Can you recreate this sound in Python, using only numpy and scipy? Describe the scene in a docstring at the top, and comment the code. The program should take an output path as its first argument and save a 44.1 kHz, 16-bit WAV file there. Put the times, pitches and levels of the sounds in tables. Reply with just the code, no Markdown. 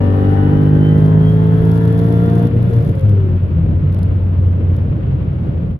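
"""Supercharged V8 coupe at full throttle, then coasting

Heard from inside on a highway: exhaust orders and blower whine climb with the revs, swelling in fixed resonances.
The driver lifts, the engine surges and burbles amid two short low thumps and its revs fall; tyre rumble, wind and
a driveline drone go on. A loose piece of plastic buzzes and ticks. Tones are phase-driven partials of the engine
cycle or the road speed; the gas, tyres, wind and plastic are shaped stereo noise."""
import sys
import numpy as np
from scipy.fft import rfft, irfft, next_fast_len
from scipy.io import wavfile
from scipy.ndimage import uniform_filter1d, minimum_filter1d, map_coordinates

SR = 44100
rng = np.random.default_rng(int(sys.argv[2]) if len(sys.argv) > 2 else 0)


def waveform_to_disk(signal):
    """Save audio, clipped to [-1, 1], as 16-bit WAV at the path in sys.argv[1]."""
    frames = np.transpose(np.atleast_2d(signal))
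    scaled = np.clip(frames, -1, 1) * 32767
    samples = np.round(scaled).astype(np.int16)
    wavfile.write(sys.argv[1], SR, samples)


N = 255339
TIME = np.arange(N) / SR  # seconds
MID_REVS = 52.13  # engine cycles a second in the middle of the pull


def amp(db):
    """Decibels to a linear factor."""
    return 10 ** (np.asarray(db) / 20)


def unit(x):
    """Scale to an rms of 1."""
    return x / np.sqrt(np.mean(x ** 2) + 1e-20)


def along(points, hz):
    """Read (Hz, value) points off a log frequency axis."""
    f, v = np.transpose(points)
    return np.interp(np.log(hz + 1), np.log(f + 1), v)


def curves(rows):
    """One value per sample for each column after the time."""
    s, *cols = np.transpose(rows)
    return [np.interp(TIME, s, c) for c in cols]


def wobble(rate):
    """A smooth random curve through normally distributed knots, rate knots a second."""
    knots = rng.standard_normal(int(N * rate / SR) + 4)
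    coarse = TIME[::32]
    return np.interp(TIME, coarse, map_coordinates(knots, [coarse * rate]))


def turns(hz):
    """Running count of turns, fractions included, at a changing speed."""
    return np.cumsum(hz) / SR


def filtered(x, response):
    """Weight the spectrum of x by a response of frequency."""
    m = next_fast_len(N + 8192)
    hz = np.fft.rfftfreq(m, 1 / SR)
    return irfft(rfft(x, m) * response(hz), m)[..., :N]


def burst(start, length):
    """Attack, hold and release of one swell, with straight ramps."""
    attack_s, release_s = 0.016, 0.029
    attack = np.clip((TIME - start) / attack_s, 0, 1)
    release = np.clip(1 - (TIME - start - length) / release_s, 0, 1)
    return attack * release


def resonances(table, hz):
    """Gain in dB of bell-shaped peaks and nulls (centre Hz, half width Hz, dB) at the given frequencies."""
    grid = np.arange(SR // 10)
    bells = [db * np.exp(-((grid - centre) / width) ** 2) for centre, width, db in table]
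    return np.interp(hz, grid, sum(bells))


def cabin_noise(spectrum):
    """Stereo noise of rms 1, shaped by (Hz, relative dB): bass alike at both ears, treble diffuse."""
    # Left-right likeness. Each row: frequency in Hz, correlation from -1 to 1.
    likeness = [(30, 1), (60, 1), (130, 0.97), (290, 0.7), (630, 0.24), (1390, -0.32), (3000, 0.054),
                (6000, 0.078)]
    # Tilt of the noise between the ears. Each row: frequency in Hz, left minus right in dB.
    ear_tilt = [(30, 5), (65, 1.5), (120, -1), (200, -2), (380, 4.5), (690, 5.5), (1280, 0.5), (2350, 3),
                (4330, 0.5), (8000, -1), (14000, -1)]

    def mid_side(hz):
        angle = np.arccos(np.clip(along(likeness, hz), -1, 1)) / 2
        return amp(along(spectrum, hz)) * [np.cos(angle), np.sin(angle)]

    def tilt(hz):
        return amp(np.outer([.5, -.5], along(ear_tilt, hz)))

    mid, side = filtered(rng.standard_normal((2, N)), mid_side)
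    return unit(filtered(np.array([mid + side, mid - side]), tilt))


def partial(cycle, order, rough, side_db, sway=1.4, scatter=1):
    """One order in stereo, shaken by roughness; scatter (turns) sets its random phase, sway drifts it between ears."""
    unevenness = (1 + rough * (wobble(38) + 1j * wobble(38))) / np.sqrt(1 + 2 * rough ** 2)
    tone = np.sqrt(2) * unevenness * np.exp(2j * np.pi * (order * cycle + scatter * rng.random()))
    side = amp(side_db) * np.exp(1j * sway * wobble(9.2))
    return np.real(tone * np.array([1 + side, 1 - side]))


def wind(rush_db, wind_db=2.5):
    """Air rushes round the pillars: noise whose level flutters both slowly and fast."""
    # Colour of the rush. Each row: frequency in Hz, relative level in dB per Hz.
    wind_colour = [(290, -36.5), (500, -0.5), (542, -8), (742, -20), (863, -12.5), (1130, -13.5),
                   (1450, -14.5), (1690, -19), (3020, -25), (6200, -49.5), (8000, -68), (10400, -99.5),
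                   (17600, -120)]
    flutter_db = 0.33 * wobble(12) + 1.3 * wobble(90)
    return amp(rush_db + wind_db + flutter_db) * cabin_noise(wind_colour)


def road(drone_hz, rumble_db, bumps_db=1.17):
    """Tyres rumble over uneven concrete and the driveline drones at road speed."""
    # Colour of the rumble. Each row: frequency in Hz, relative level in dB per Hz.
    tyre_colour = [(15, -26.5), (25, -15), (33, -21), (48, -4), (68, -10.5), (90, -2), (115, -5),
                   (140, -2.5), (175, -5.5), (210, -13), (250, -16), (300, -17.5), (480, -26), (570, -26.5),
                   (660, -32), (900, -41.5), (1500, -84)]
    # The rumble dips briefly. Each row: centre in seconds, half width in seconds, depth in dB.
    lulls = [(2.935, .014, -7), (3.006, 0.015, -10), (3.394, 0.018, -7.5)]
    # Drone level over time. Each row: time in seconds, level in dB.
    drone_level = [(0, -30.5), (1.5, -29), (3.4, -22), (3.7, -16.5), (4.05, -14.5), (4.72, -12.5),
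                   (4.88, -21.5), (5.8, -25)]
    lull_db = sum(db * np.exp(-((TIME - s) / width) ** 2) for s, width, db in lulls)
    rumble = amp(rumble_db + lull_db + bumps_db * wobble(10)) * cabin_noise(tyre_colour)
    drone = partial(turns(drone_hz), order=1, rough=0.033, side_db=-24.5)
    return rumble + amp(curves(drone_level)[0]) * drone


def shake(speed, load_db, rest_db=-71, driven_db=-57.0, db_per_rev=0.6, load_share=.8):
    """Level in dB of the loose part's buzz: it grows with revs and load over what the road alone shakes up."""
    engine_db = driven_db + db_per_rev * (speed - MID_REVS) + load_share * load_db
    return 20 * np.log10(np.hypot(amp(rest_db), amp(engine_db))) + 1.5 * wobble(8.6)


def plastic(cycle, buzz_db, chatter_db=0.0, tick_db=-6, scatter_db=5.0):
    """A loose part chatters with the engine's shake, crackles in bouts and now and then scrapes in a louder tick."""
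    # Colour of the plastic. Each row: frequency in Hz, relative level in dB per Hz.
    plastic_colour = [(1500, -19), (3500, 4), (5500, -2), (7000, -8), (8000, -14.5), (9400, -1.5),
                      (11600, 2), (13800, -7.5), (14800, -16.5)]
    # The loudest single ticks. Each row: time in seconds, level in dB before the tick_db trim.
    loud_ticks = [(0.8902, -42.5), (0.9794, -43.5), (1.0613, -42.5), (1.768, -42.5), (1.927, -38.5),
                  (1.9907, -37), (2.4698, -40), (2.6281, -42), (2.7396, -41.5), (2.8963, -45),
                  (2.9944, -39.5), (3.9263, -41.5), (3.946, -38.5), (3.9896, -39.5), (4.0305, -35.5),
                  (4.766, -42.5)]
    # Bouts of crackling. Each row: start in seconds, length in seconds, ticks a second, level in dB before scatter.
    bouts = [(0.603, 0.92, 28, -61.5), (1.63, .86, 42, -52), (2.723, .38, 55, -52.5), (3.272, .13, 26, -62)]
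    chatter = amp(1.7 * wobble(260)) * (1 + .15 * np.cos(2 * np.pi * cycle))
    ticks = [(s, db + tick_db) for s, db in loud_ticks]
    for start, length, rate, db in bouts:
        chance = rng.standard_normal(size=(200, 2))[:round(length * rate)]
        for i, (late, size) in enumerate(chance):
            when = start + (i + .5 + 0.2 * late) / rate
            ticks.append((when, db + scatter_db * min(size, 1.5)))
    age = np.arange(SR // 50) / SR
    scrape = np.exp(-((age - .004) / .0018) ** 2)  # a bell a few milliseconds long
    blows = np.zeros(N + SR)
    for s, db in ticks:
        blows[round((s - .003) * SR):][:len(age)] += amp(db) * scrape
    return (amp(buzz_db + chatter_db) * unit(chatter) + blows[:N]) * cabin_noise(plastic_colour)


def roar(speed, cycle, load_db, roar_db=-26.5, depth=0.34, db_per_rev=0.24):
    """Turbulent gas, puffed out once a crank turn and once a firing; it grows with load and a little with revs."""
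    # Colour of exhaust and intake turbulence. Each row: frequency in Hz, relative level in dB per Hz.
    roar_colour = [(60, -42.5), (130, -1), (280, -3), (480, -8), (700, -31.5), (1000, -24.5), (1500, -26),
                   (1850, -24.5), (2250, -34.5), (3300, -34.5), (4300, -48.5), (6500, -58), (9000, -68.5)]
    crank_puffs = depth * np.cos(2 * np.pi * 2 * cycle)
    firing_puffs = 0.32 * np.cos(2 * np.pi * 8 * cycle)
    gas = unit((1 + crank_puffs + firing_puffs) * cabin_noise(roar_colour))
    return amp(roar_db + load_db + db_per_rev * (speed - MID_REVS)) * gas


def burbles(rise_s=.008):
    """Unburnt fuel goes off in the pipes in short, dull puffs as the throttle shuts."""
    # The puffs. Each row: start in seconds, peak of the noise envelope in dB.
    puffs = [(2.561, -26), (2.691, -23.5), (2.825, -24.5), (2.885, -26.5), (2.949, -27.5)]
    # Colour of the puffs. Each row: frequency in Hz, relative level in dB per Hz.
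    puff_colour = [(100, -27), (200, -1.5), (340, 6.5), (560, -4.5), (750, -22), (2000, -46)]
    envelope = 0
    for s, db in puffs:
        age = np.maximum(TIME - s, 0) / rise_s
        envelope += amp(db) * age * np.exp(1 - age)  # peaks after rise_s, then dies away
    return envelope * cabin_noise(puff_colour)


def blower(speed, cycle, load_db, whine_db=-57.5, mesh_db=-57.5, load_share=1.1):
    """Belt-driven rotors mesh about 30 times a cycle; mesh tone and octave follow load and intake resonances."""
    # Resonances and nulls of the intake. Each row: centre in Hz, half width in Hz, gain in dB.
    intake = [(1480, 13, 9.5), (1542, 70, 9.5), (1672, 39, 9), (2860, 19, 3.5), (2902, 19, -5.5),
              (3110, 21, 6), (3120, 45, 8.5), (3130, 22, -8.5), (3210, 14, 12), (3470, 21, -1)]
    meshes = 30.1  # per engine cycle
    mesh = meshes * cycle + .1 * wobble(11)  # the belt flutters
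    whine = partial(mesh, order=2, rough=0.17, side_db=2.5, sway=.8)
    whine *= amp(whine_db + resonances(intake, 2 * meshes * speed))
    tone = partial(mesh, order=1, rough=0.34, side_db=-2.5)
    tone *= amp(mesh_db + resonances(intake, meshes * speed))
    return amp(load_share * load_db) * (whine + tone)


def exhaust(speed, cycle, load_db, rough, wheel):
    """The V8's orders follow load and cabin; surges and two low thumps after the lift play on the booming ones."""
    # Exhaust orders. Each row: multiple of the engine cycle, level in dB before cabin and load gains.
    order_levels = [(2, -13.5), (3, -18), (4, -43), (5, -42.5), (6, -43.5), (7, -52.0), (8, -47),
                    (9, -54.5), (10, -56.5), (11, -52), (12, -48.5), (13, -57), (14, -64.5), (15, -58.5),
                    (16, -47), (17, -52.5), (18, -55), (19, -58.5), (20, -54.5), (21, -61), (22, -61.5),
                    (23, -69), (24, -56), (25, -61.5), (26, -62.5), (27, -58), (28, -62), (29, -66),
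                    (31, -73), (32, -59), (33, -67), (34, -66), (35, -67), (36, -62), (37, -61.5),
                    (38, -58.5), (39, -61), (40, -63.5)]
    # Resonances and nulls of the cabin. Each row: centre in Hz, half width in Hz, gain in dB.
    cabin = [(100.7, 3.8, -3.5), (142.3, 6.5, -14.5), (156.8, 12, 7.5), (204.9, 20.7, 18.5),
             (234.2, 7, 15.5), (252.8, 13, 13), (298.9, 42.6, 19.5), (319.5, 6, -19.5), (358.2, 8, 15),
             (387, 5.5, 4.5), (446, 65.4, 22.5), (467, 2.3, 4), (532, 14, 11), (561, 7, 6), (571, 12, 12),
             (625, 26, 6.5), (691.3, 25, 14.5), (735, 21, 5.5), (785.6, 20, 10.5), (946, 11, 9),
             (1046, 18, 3), (1290, 110, 3.5), (1376, 28, 6), (1617, 80, 2), (1780, 49, 5.5),
             (2276, 200, -17)]
    # Surges and two short low thumps (2.88 s, 2.96 s: road bumps or exhaust pops) after the lift, played on the
    # second, fourth and eighth orders. 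Each row: start in seconds, length in seconds,
    # then level in dB of what is played on the second, the fourth and the eighth order.
    swells = [(2.53, 0.068, -19, -30.5, -37.5), (2.61, 0.082, -19.5, -45, -43.5),
              (2.721, .08, -14, -37.5, -36.5), (2.88, 0.022, -19.5, -24, -49), (2.96, 0.024, -24, -47, -44),
              (3.025, 0.097, -10, -30, -42), (3.119, .24, -14.5, -31, -30.5),
              (3.42, 0.1, -18.5, -35, -38.5), (3.55, 0.049, -15, -15, -42), (3.61, .15, -21.5, -28.5, -35),
              (3.78, .12, -39, -19, -38)]
    # Stereo width of the overtones. Each row: frequency in Hz, side minus mid in dB.
    width = [(60, -25.5), (200, -9), (300, -9.5), (500, -10), (800, 2.5), (1200, 4), (3000, -1)]
    hollow_s, hollow_length_s, hollow_db = 2.66, 0.51, -36.5  # the tenth order rings as the throttle shuts
    overrun_s, overrun_db = 4.75, -27  # the fourth order hums once the revs have settled
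    throb_scatter = 0.81  # turns: overtones stay partly in step, so the exhaust throbs once a cycle

    level = {round(k): db + resonances(cabin, round(k) * speed) for k, db in order_levels}
    crank, bank, firing = sum(np.outer(amp(dbs), burst(start, length)) for start, length, *dbs in swells)
    crank += amp(level[2] + 1.05 * (load_db + 1))
    bank += amp(level[4] + 1.4 * (load_db + 1))
    bank += amp(overrun_db + 3.2 * wobble(9)) * burst(overrun_s, N / SR)
    firing += amp(level[8] + 1.4 * (load_db + 1.5))
    throb = amp(level[3] + 1.4 * (load_db + 1))  # from the uneven banks, strong only under load
    hollow = amp(hollow_db) * burst(hollow_s, hollow_length_s)

    boom = crank * partial(cycle, order=2, rough=0.076 * rough, side_db=-17.5, sway=0.74)
    # ears swapped for the third order
    boom += throb * partial(cycle, order=3, rough=0.36 * rough, side_db=-16.0, sway=0.54)[::-1]
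    boom += bank * partial(cycle, order=4, rough=0.32 * rough, side_db=-21.5)
    boom += firing * partial(cycle, order=8, rough=.6 * rough, side_db=-16.5, sway=.7)
    boom += hollow * partial(cycle, order=10, rough=rough, side_db=-2.5)

    fired = cycle + .0012 * wobble(200)  # firings come a little early or late
    overtones = 0
    for k in sorted(set(level) - {2, 3, 4, 8}):
        lift_db = (load_db + 2.0) * min(0.78 + k / 16, 1.6)  # soft pulses lose their high orders first
        gain = amp(level[k] + lift_db + min(k / 9, 2.6) * wobble(7))
        side_db = along(width, k * MID_REVS)
        overtones += gain * partial(fired, k, rough * (1 + k / 20), side_db, scatter=throb_scatter)
    bounce = 1 + 0.14 * np.sin(2 * np.pi * wheel)  # each wheel turn rocks the body
    return bounce * (boom + amp(0.6 * wobble(160)) * overtones)


def scene():
    """Revs and load drive the engine's sounds; road speed sets the drone and the wheels."""
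    # Engine speed. Each row: time in seconds, cycles a second (one cycle is two crank turns and eight firings).
    revs = [(0, 47.4), (1.15, 52.8), (2.14, 57), (2.5, 58.3), (2.78, 57.9), (2.95, 54.5), (3.3, 46.3),
            (3.8, 37.3), (4.05, 34), (5.8, 32)]
    # Throttle. Each row: time in seconds, engine load in dB, roughness (0 is smooth, about 1 is rough).
    throttle = [(0, 0, 0), (.4, 1, 0.18), (1.2, -1.5, 0.02), (1.6, -1.43, 0.18), (1.95, -2, 0.07),
                (2.46, -1.6, 0.21), (2.495, -10, 1), (2.58, -8, 1.2), (2.65, -10, 1), (2.73, -6.5, .9),
                (2.8, -8, 1), (3.0, -15, 0.8), (3.15, -14, 0.2), (3.4, -13.5, 0.86), (5.8, -14.5, 0.72)]
    # Road speed. Each row: time in seconds, speed in km/h.
    road_speed = [(0, 159), (1.5, 189), (3.1, 214), (3.8, 214), (5.8, 193)]
    # Background levels. Each row: time in seconds, rumble in dB, wind in dB before its trim.
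    background = [(0, -20.5, -39), (1.1, -20.5, -43.5), (2.1, -23, -43), (2.6, -17.5, -40),
                  (3.5, -19, -43.5), (5.2, -19, -43), (5.8, -20.5, -45.5)]
    drone_hz_per_kmh = .4365
    speed, = curves(revs)
    cycle = turns(speed)
    load_db, rough = curves(throttle)
    rumble_db, rush_db = curves(background)
    drone_hz = drone_hz_per_kmh * curves(road_speed)[0]
    wheel = turns(drone_hz / 2.5)
    surroundings = wind(rush_db) + road(drone_hz, rumble_db) + plastic(cycle, shake(speed, load_db))
    gas = roar(speed, cycle, load_db) + burbles()
    engine = blower(speed, cycle, load_db) + exhaust(speed, cycle, load_db, rough, wheel)
    return surroundings + gas + engine


def record(dry):
    """A limiter holds the peaks; the sound fades in and out; nothing passes above the band limit."""
    top_hz = 15000
    needed = np.minimum(1, .97 / (np.abs(dry).max(axis=0) + 1e-9))
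    gain = uniform_filter1d(minimum_filter1d(needed, size=900), size=900)
    fade = amp(np.interp(TIME, [0, .006, 5.715, 5.76, 5.79], [-40, 0, 0, -6, -20]))  # seconds, dB
    return filtered(dry * gain * fade, lambda hz: hz < top_hz)


dry = scene()
out = record(dry)
waveform_to_disk(out)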